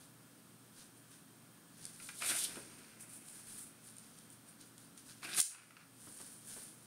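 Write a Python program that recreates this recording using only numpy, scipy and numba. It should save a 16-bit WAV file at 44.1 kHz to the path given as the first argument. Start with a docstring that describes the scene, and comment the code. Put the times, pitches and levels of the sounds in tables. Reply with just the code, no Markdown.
"""Fingers slide over paper: someone leafs through a book, close to one microphone in a small, quiet room.
Two pages are turned; each sheet bends, crackles and swishes over its neighbour. The first lands with a
soft thud, the second snaps taut, which makes the recorder's limiter duck the room hum for a moment.
The microphone has a bright resonance. Behind the book lie air noise, fan tones, a faint, high
electronic whine, a motor hum and a second thin whine that swells once."""
import sys
import numpy as np
from scipy import signal
from scipy.fft import rfft, irfft
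from scipy.io import wavfile
from scipy.ndimage import uniform_filter1d, minimum_filter1d
from numba import njit

SR = 44100
rng = np.random.default_rng(int(sys.argv[2]) if len(sys.argv) > 2 else 0)


def unload_wav(signal):
    """Save mono or channel-first audio to the path in sys.argv[1] as 16-bit WAV at rate SR, clipped to [-1, 1]."""
    wavfile.write(
        sys.argv[1],
        SR,
        np.round(np.clip(np.atleast_2d(signal).T, -1, 1) * 32767).astype(np.int16),
    )


N = 302514
TIME = np.arange(N) / SR
FLEX_RISE = 0.13  # share of a flex spent rising: paper bends quickly and relaxes slowly

# spectrum of a buckling sheet (frequency [Hz], level [dB])
BUCKLE_SPECTRUM = [(200, -32), (800, -11), (1400, 3), (1900, -4.5), (2500, 0.5), (3400, -12), (5000, -10),
                   (16000, -46)]
# spectrum of a soft thud or puff of air (frequency [Hz], level [dB])
THUD_SPECTRUM = [(30, -66), (70, -14), (160, 1.5), (290, -1.5), (420, -2), (600, -9.5), (1500, -12),
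                 (5000, -35)]


def turning_sheets(slide_db=-5, bend_db=-1, edge_db=-2):
    """A turning sheet hisses along its neighbour, rustles lower where it bends, and its edge scrapes."""
    # spectra of sliding, bending and edge scraping (frequency [Hz], level [dB])
    slide_spectrum = [(300, -26), (1500, -39), (3500, -5), (5000, -6.5), (7000, -4), (9000, -3.5),
                      (11500, -5), (13500, -10), (16000, -20.5)]
    bend_spectrum = [(40, -52), (100, -10.5), (200, -5.5), (330, -1), (500, -11), (700, -2), (950, -11.5),
                     (1500, 2), (1900, -2.5), (2500, 2.5), (3300, -11), (5000, -9), (16000, -66)]
    edge_spectrum = [(1000, -21), (2400, -13), (3000, -1), (3500, 5), (4300, -1.5), (5500, -2), (8000, -31),
                     (16000, -52)]
    # how hard the paper slides, one list for each sheet (time [s], level [dB])
    slides = [
        [(2.14, -56), (2.3, -35), (2.34, -42), (2.386, -35.5), (2.422, -44.5), (2.444, -35.5), (2.48, -64),
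         (2.5, -61)],
        [(5.222, -61.5), (5.244, -49), (5.262, -56), (5.332, -49.5), (5.396, -27.5)],
    ]
    # the sheet flexes (peak time [s], length [s], level [dB])
    flexes = [(2.226, 0.079, -42), (2.295, 0.061, -40), (2.40, .1, -57), (2.497, 0.028, -53.5),
              (2.562, 0.015, -58), (2.62, 1, -66.5), (5.236, 0.064, -48), (5.29, 0.22, -50),
              (5.383, 0.039, -41.5)]
    # its edge drags harder and harder, then slips free (peak time [s], length [s], level [dB])
    drags = [(2.248, 0.063, -49), (2.298, 0.016, -35), (2.451, .045, -38.5), (5.25, 0.011, -44.5),
             (5.397, 0.076, -44)]
    slide = friction(slide_spectrum, slips_per_s=17000, spread_db=0.5, patchy_db=2.0)
    bend = friction(bend_spectrum, slips_per_s=14000, spread_db=0.9, patchy_db=3.0)
    edge = friction(edge_spectrum, slips_per_s=9000, spread_db=4.5, patchy_db=6.5)
    return (undb(slide_db) * slide * curve(slides)
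            + undb(bend_db) * bend * swells(flexes, FLEX_RISE)
            + undb(edge_db) * edge * swells(drags, rise=0.73))


def snap(crackle_db=-19, crackle_s=0.0033):
    """Each jerk of the taut sheet is a sharp pressure pulse with a brief crackle of creases behind it."""
    # the second sheet snaps taut and flaps (time [s], strength [dB])
    jerks = [(5.4016, 9.5), (5.4046, 7), (5.4131, -2), (5.4149, 1), (5.4294, -9)]
    # spectrum of the snap (frequency [Hz], level [dB])
    snap_spectrum = [(200, -19), (1000, -13), (2000, -2.5), (3800, 5), (6500, 9), (9200, 9.5), (11500, 3),
                     (13500, -8), (16000, 0)]
    pulses, size = np.zeros(N), SR // 30
    for start, db in jerks:
        jerk = undb(crackle_db) * rng.standard_normal(size) * np.exp(-TIME[:size] / crackle_s)
        jerk[0] = 1
        i = int(start * SR)
        pulses[i:i + size] += undb(db) * jerk
    return colour(pulses, snap_spectrum)


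def fingers(hiss_db=-6.5, scrape_db=-2, rise=0.41):
    """Dry skin brushes the paper: a fine hiss when light, a coarser scrape when it presses."""
    # finger strokes (peak time [s], length [s], hiss level [dB], pressure as extra scrape level [dB])
    strokes = [(0.01, 0.072, -62.5, -4), (0.799, 0.076, -59, -0.5), (.97, 0.045, -65, -14),
               (1.127, 0.08, -62.5, -3), (1.838, 0.17, -59, -2.5), (1.95, 0.038, -59, -9),
               (2.056, 0.12, -51.5, -6), (2.53, 0.22, -56, -1.5), (2.78, 0.37, -65.5, -2),
               (3.017, 0.03, -48, -16), (3.132, 0.098, -53, -13), (3.295, 0.14, -55.5, -11),
               (3.37, 0.15, -57, -7), (3.496, 0.087, -53, -6.5), (3.586, .11, -50, -12.5),
               (3.864, 0.065, -58, -5), (4.01, 0.33, -63.5, -4.5), (4.18, 0.098, -67, -1.5),
               (4.325, 0.038, -62.5, -5), (4.488, 0.045, -60.5, -3.5), (4.612, 0.025, -64, 6),
               (4.667, .06, -64, -7), (4.82, .09, -64.5, -2.5), (4.987, 0.03, -58.5, -1.5),
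               (5.093, 0.061, -57, -1), (5.19, .08, -66.5, 0), (5.62, .2, -63, -7),
               (6.055, 0.17, -56.5, -7.5), (6.217, 0.25, -54, -9), (6.503, 0.082, -51, -8),
               (6.563, 0.19, -51.5, -7.5), (6.843, 0.12, -64, -5)]
    # spectra of a light and a pressing finger (frequency [Hz], level [dB])
    hiss_spectrum = [(1500, -6), (4000, -14.5), (7000, -0.5), (8200, 3), (9600, 3.5), (11000, 1.5),
                     (12500, -3.5), (16000, -5.5)]
    scrape_spectrum = [(200, -1), (900, -22), (1500, 1), (2000, -7.5), (3000, -3.5), (4500, -0.5),
                       (6500, -1.5), (8500, -16.5), (12000, -19), (16000, -28)]
    light = swells([(at, length, db) for at, length, db, _ in strokes], rise)
    pressed = swells([(at, length, db + pressure) for at, length, db, pressure in strokes], rise)
    hiss = friction(hiss_spectrum, slips_per_s=14000, spread_db=-1.0, patchy_db=2.3) * light
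    scrape = friction(scrape_spectrum, slips_per_s=9000, spread_db=3.5, patchy_db=1.6) * pressed
    return undb(hiss_db) * hiss + undb(scrape_db) * scrape


def handling(tick_db=-4, bump_db=-1):
    """Page edges tick crisply, the sheet buckles with dull pops, and page and hand bump the book."""
    # edge ticks, buckling pops and soft bumps (time [s], level [dB])
    ticks = [(1.842, -42), (1.8533, -31), (2.0612, -43), (2.2823, -39), (2.3869, -30), (2.557, -41),
             (3.0096, -47), (3.2854, -38.5), (3.9674, -44.5), (3.9832, -41.5), (4.1869, -42), (4.3025, -45),
             (4.6128, -44.5), (4.78, -43), (4.9766, -42.5), (5.0825, -49), (5.3474, -36), (6.2135, -40)]
    buckles = [(2.0, -47), (2.0887, -37.5), (2.2209, -31), (2.2454, -38), (2.5573, -44.5), (2.573, -54),
               (5.2295, -39.5), (5.2463, -40.5), (5.3472, -38), (5.5466, -36), (5.7066, -46), (5.7674, -43),
               (6.2, -52)]
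    bumps = [(2.568, -38), (6.071, -47), (6.203, -46), (6.564, -46)]
    # spectrum of an edge tick (frequency [Hz], level [dB])
    tick_spectrum = [(300, -4), (1500, -5.5), (3500, 7.5), (6000, 4.5), (9000, 10.5), (12000, -3),
                     (16000, -29)]
    return (undb(tick_db) * bursts(ticks, tick_spectrum, decay_s=0.0015)
            + bursts(buckles, BUCKLE_SPECTRUM, decay_s=0.0056)
            + undb(bump_db) * bursts(bumps, THUD_SPECTRUM, decay_s=0.015))


def settling(sag_db=-1):
    """The second page sags into place with a dull crinkle."""
    # small sags (peak time [s], length [s], level [dB])
    sags = [(5.51, .05, -52), (5.585, .06, -57), (5.8, .03, -59)]
    crinkle = friction(BUCKLE_SPECTRUM, slips_per_s=10000, spread_db=1.5, patchy_db=3.0)
    return undb(sag_db) * crinkle * swells(sags, FLEX_RISE)


def waft():
    """The first sheet pushes a soft, low puff of air as it swings over and falls."""
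    # the puff (peak time [s], length [s], level [dB])
    puff = (2.48, 0.45, -61)
    return unit(colour(rng.standard_normal(N), THUD_SPECTRUM)) * swells([puff], rise=0.4)


def room(x, wet_db, t60_s=0.26, build_s=0.021):
    """The small room adds a few near reflections and a short diffuse tail to the direct sound."""
    # reflections from wall and ceiling (delay [s], level [dB])
    echoes = [(.003, -21), (0.0104, -16), (0.0124, -11)]
    t = TIME[:SR]
    build_up = 1 - np.exp(-(t / build_s) ** 2)
    response = rng.standard_normal(SR) * np.exp(-np.log(1000) * t / t60_s) * build_up
    response *= undb(wet_db) / np.linalg.norm(response)
    response[0] = 1  # direct sound
    for delay, db in echoes:
        response[int(delay * SR)] += undb(db)
    return signal.fftconvolve(x, response)[:N]


def microphone_cavity(x, centre_hz=9200, width_hz=1300, lift_db=7):
    """The cavity in front of the microphone rings in the high treble."""
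    b, a = signal.iirpeak(centre_hz, centre_hz / width_hz, fs=SR)
    return x + undb(lift_db) * signal.lfilter(b, a, x)


def room_tone(air_db=-62, waver_db=2, whine_hz=8624, whine_db=-76.5):
    """Air noise, wavering fan tones and electronic whine, a beating motor hum and a second thin whine."""
    # spectrum of the air noise and hiss (frequency [Hz], level [dB])
    air_spectrum = [(25, -59), (50, -33), (95, -7.5), (130, -8.5), (160, -2), (280, 0.5), (390, -8.5),
                    (900, -13), (1400, -10.5), (2000, -17), (7600, -20), (9100, -12.5), (11000, -19.5),
                    (15500, -20.5)]
    # fan tones and, at 8000 Hz, a faint, high electronic whine (frequency [Hz], level [dB])
    fan_and_electronics = [(59, -101), (88.7, -92), (147.5, -77), (165.5, -75.5), (177.4, -77),
                           (220.5, -73.5), (274.5, -76), (327, -92), (475, -87), (1707, -85), (3203, -85),
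                           (8000, -86)]
    # mains hum and a slipping motor just under it beat slowly (frequency [Hz], level [dB])
    motor_tones = [(120, -73.5), (117.6, -77.5)]
    # the second whine swells once (peak time [s], length [s], level [dB])
    whine_swell = (2.58, .42, -64)
    air = unit(colour(rng.standard_normal(N), air_spectrum)) * undb(air_db)
    wavering = sum(tone(hz, db + waver_db * wander(rate_hz=3.79)) for hz, db in fan_and_electronics)
    motor = sum(tone(hz, db) for hz, db in motor_tones)
    whine = tone(whine_hz, 0) * np.hypot(undb(whine_db), swells([whine_swell], rise=0.42))
    return air + wavering + motor + whine


def friction(spectrum, slips_per_s, spread_db, patchy_db):
    """Fibres catch and let go: dense tiny slips of unequal size, louder and softer in uneven patches."""
    slips = (rng.random(N) < slips_per_s / SR) * rng.standard_normal(N)
    sizes = undb(spread_db * np.minimum(rng.exponential(size=N), 5))
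    patches = undb(patchy_db * wander(rate_hz=110))
    return unit(colour(slips * sizes * patches, spectrum))


def bursts(events, spectrum, decay_s):
    """Each event (time [s], peak level [dB]) is a quickly dying cluster of slips."""
    track, size = np.zeros(N + SR), SR // 8
    for start, db in events:
        burst = colour(rng.standard_normal(size) * np.exp(-TIME[:size] / decay_s), spectrum)
        i = int(start * SR)
        track[i:i + size] += undb(db) * burst / np.abs(burst).max()
    return track[:N]


def swells(movements, rise, roundness=1.52):
    """Gain from (peak time [s], length above half height [s], level [dB]); rise is the rising share."""
    power = np.zeros(N)
    for peak, length, db in movements:
        near = np.abs(TIME - peak) < 5 * length
        along = (TIME[near] - peak) / length
        away = np.maximum(-along / rise, along / (1 - rise))
        power[near] += (undb(db) * 0.5 ** (away ** roundness)) ** 2
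    return np.sqrt(power)


def curve(tables):
    """Gain from tables of (time [s], level [dB]); silent outside them."""
    return sum(undb(np.interp(TIME, *np.transpose(rows), left=-np.inf, right=-np.inf)) for rows in tables)


def colour(x, spectrum, size=4096):
    """Causal filter with the outline (frequency [Hz], level [dB])."""
    hz, db = np.transpose(spectrum)
    grid_hz = np.maximum(np.fft.rfftfreq(size, 1 / SR), 1)
    gain = undb(np.interp(np.log(grid_hz), np.log(hz), db))
    cepstrum = irfft(np.log(gain))
    cepstrum[1:size // 2] *= 2  # folding the cepstrum gives minimum phase
    cepstrum[size // 2 + 1:] = 0
    response = irfft(np.exp(rfft(cepstrum)))
    return signal.fftconvolve(x, response)[:len(x)]


def wander(rate_hz):
    """Smooth random drift with a spread near 1."""
    steps = rng.standard_normal(N // 20)
    return np.interp(TIME * rate_hz, np.arange(len(steps)), steps)


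def tone(hz, db):
    """A sine of the given rms level."""
    return np.sqrt(2) * undb(db) * np.cos(2 * np.pi * hz * TIME + rng.uniform(0, 2 * np.pi))


def undb(db):
    """Decibels to gain."""
    return 10 ** (np.asarray(db) / 20)


def unit(x):
    """Scale to rms 1."""
    return x / np.sqrt(np.mean(x ** 2))


@njit
def hold(excess, keep):
    """The limiter's gain reduction jumps up with the excess level and relaxes slowly."""
    reduction, held = np.empty(len(excess)), 0.
    for i in range(len(excess)):
        held = max(excess[i], held * keep)
        reduction[i] = held
    return reduction


def scene():
    """The book close to the microphone, over the room tone; both channels carry the same signal."""
    rustle = turning_sheets() + settling() + fingers() + handling() + waft()
    paper = room(rustle, wet_db=-8.5) + room(snap(), wet_db=-13)
    mono = microphone_cavity(paper) + room_tone()
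    return np.array([mono, mono])


def record(dry, ceiling_db=-10.5, release_s=0.17, top_hz=15700):
    """The recorder's look-ahead limiter catches the loudest peak and recovers slowly; the top is cut."""
    excess_db = 20 * np.log10(np.maximum(np.abs(dry[0]) / undb(ceiling_db), 1))
    gain = undb(-hold(excess_db, np.exp(-1 / (release_s * SR))))
    gain = uniform_filter1d(minimum_filter1d(gain, size=25), size=25)  # eases down ahead of the peak
    low_pass = signal.ellip(12, 0.2, 80, top_hz, fs=SR, output="sos")
    return signal.sosfilt(low_pass, dry * gain)


dry = scene()
out = record(dry)
unload_wav(out)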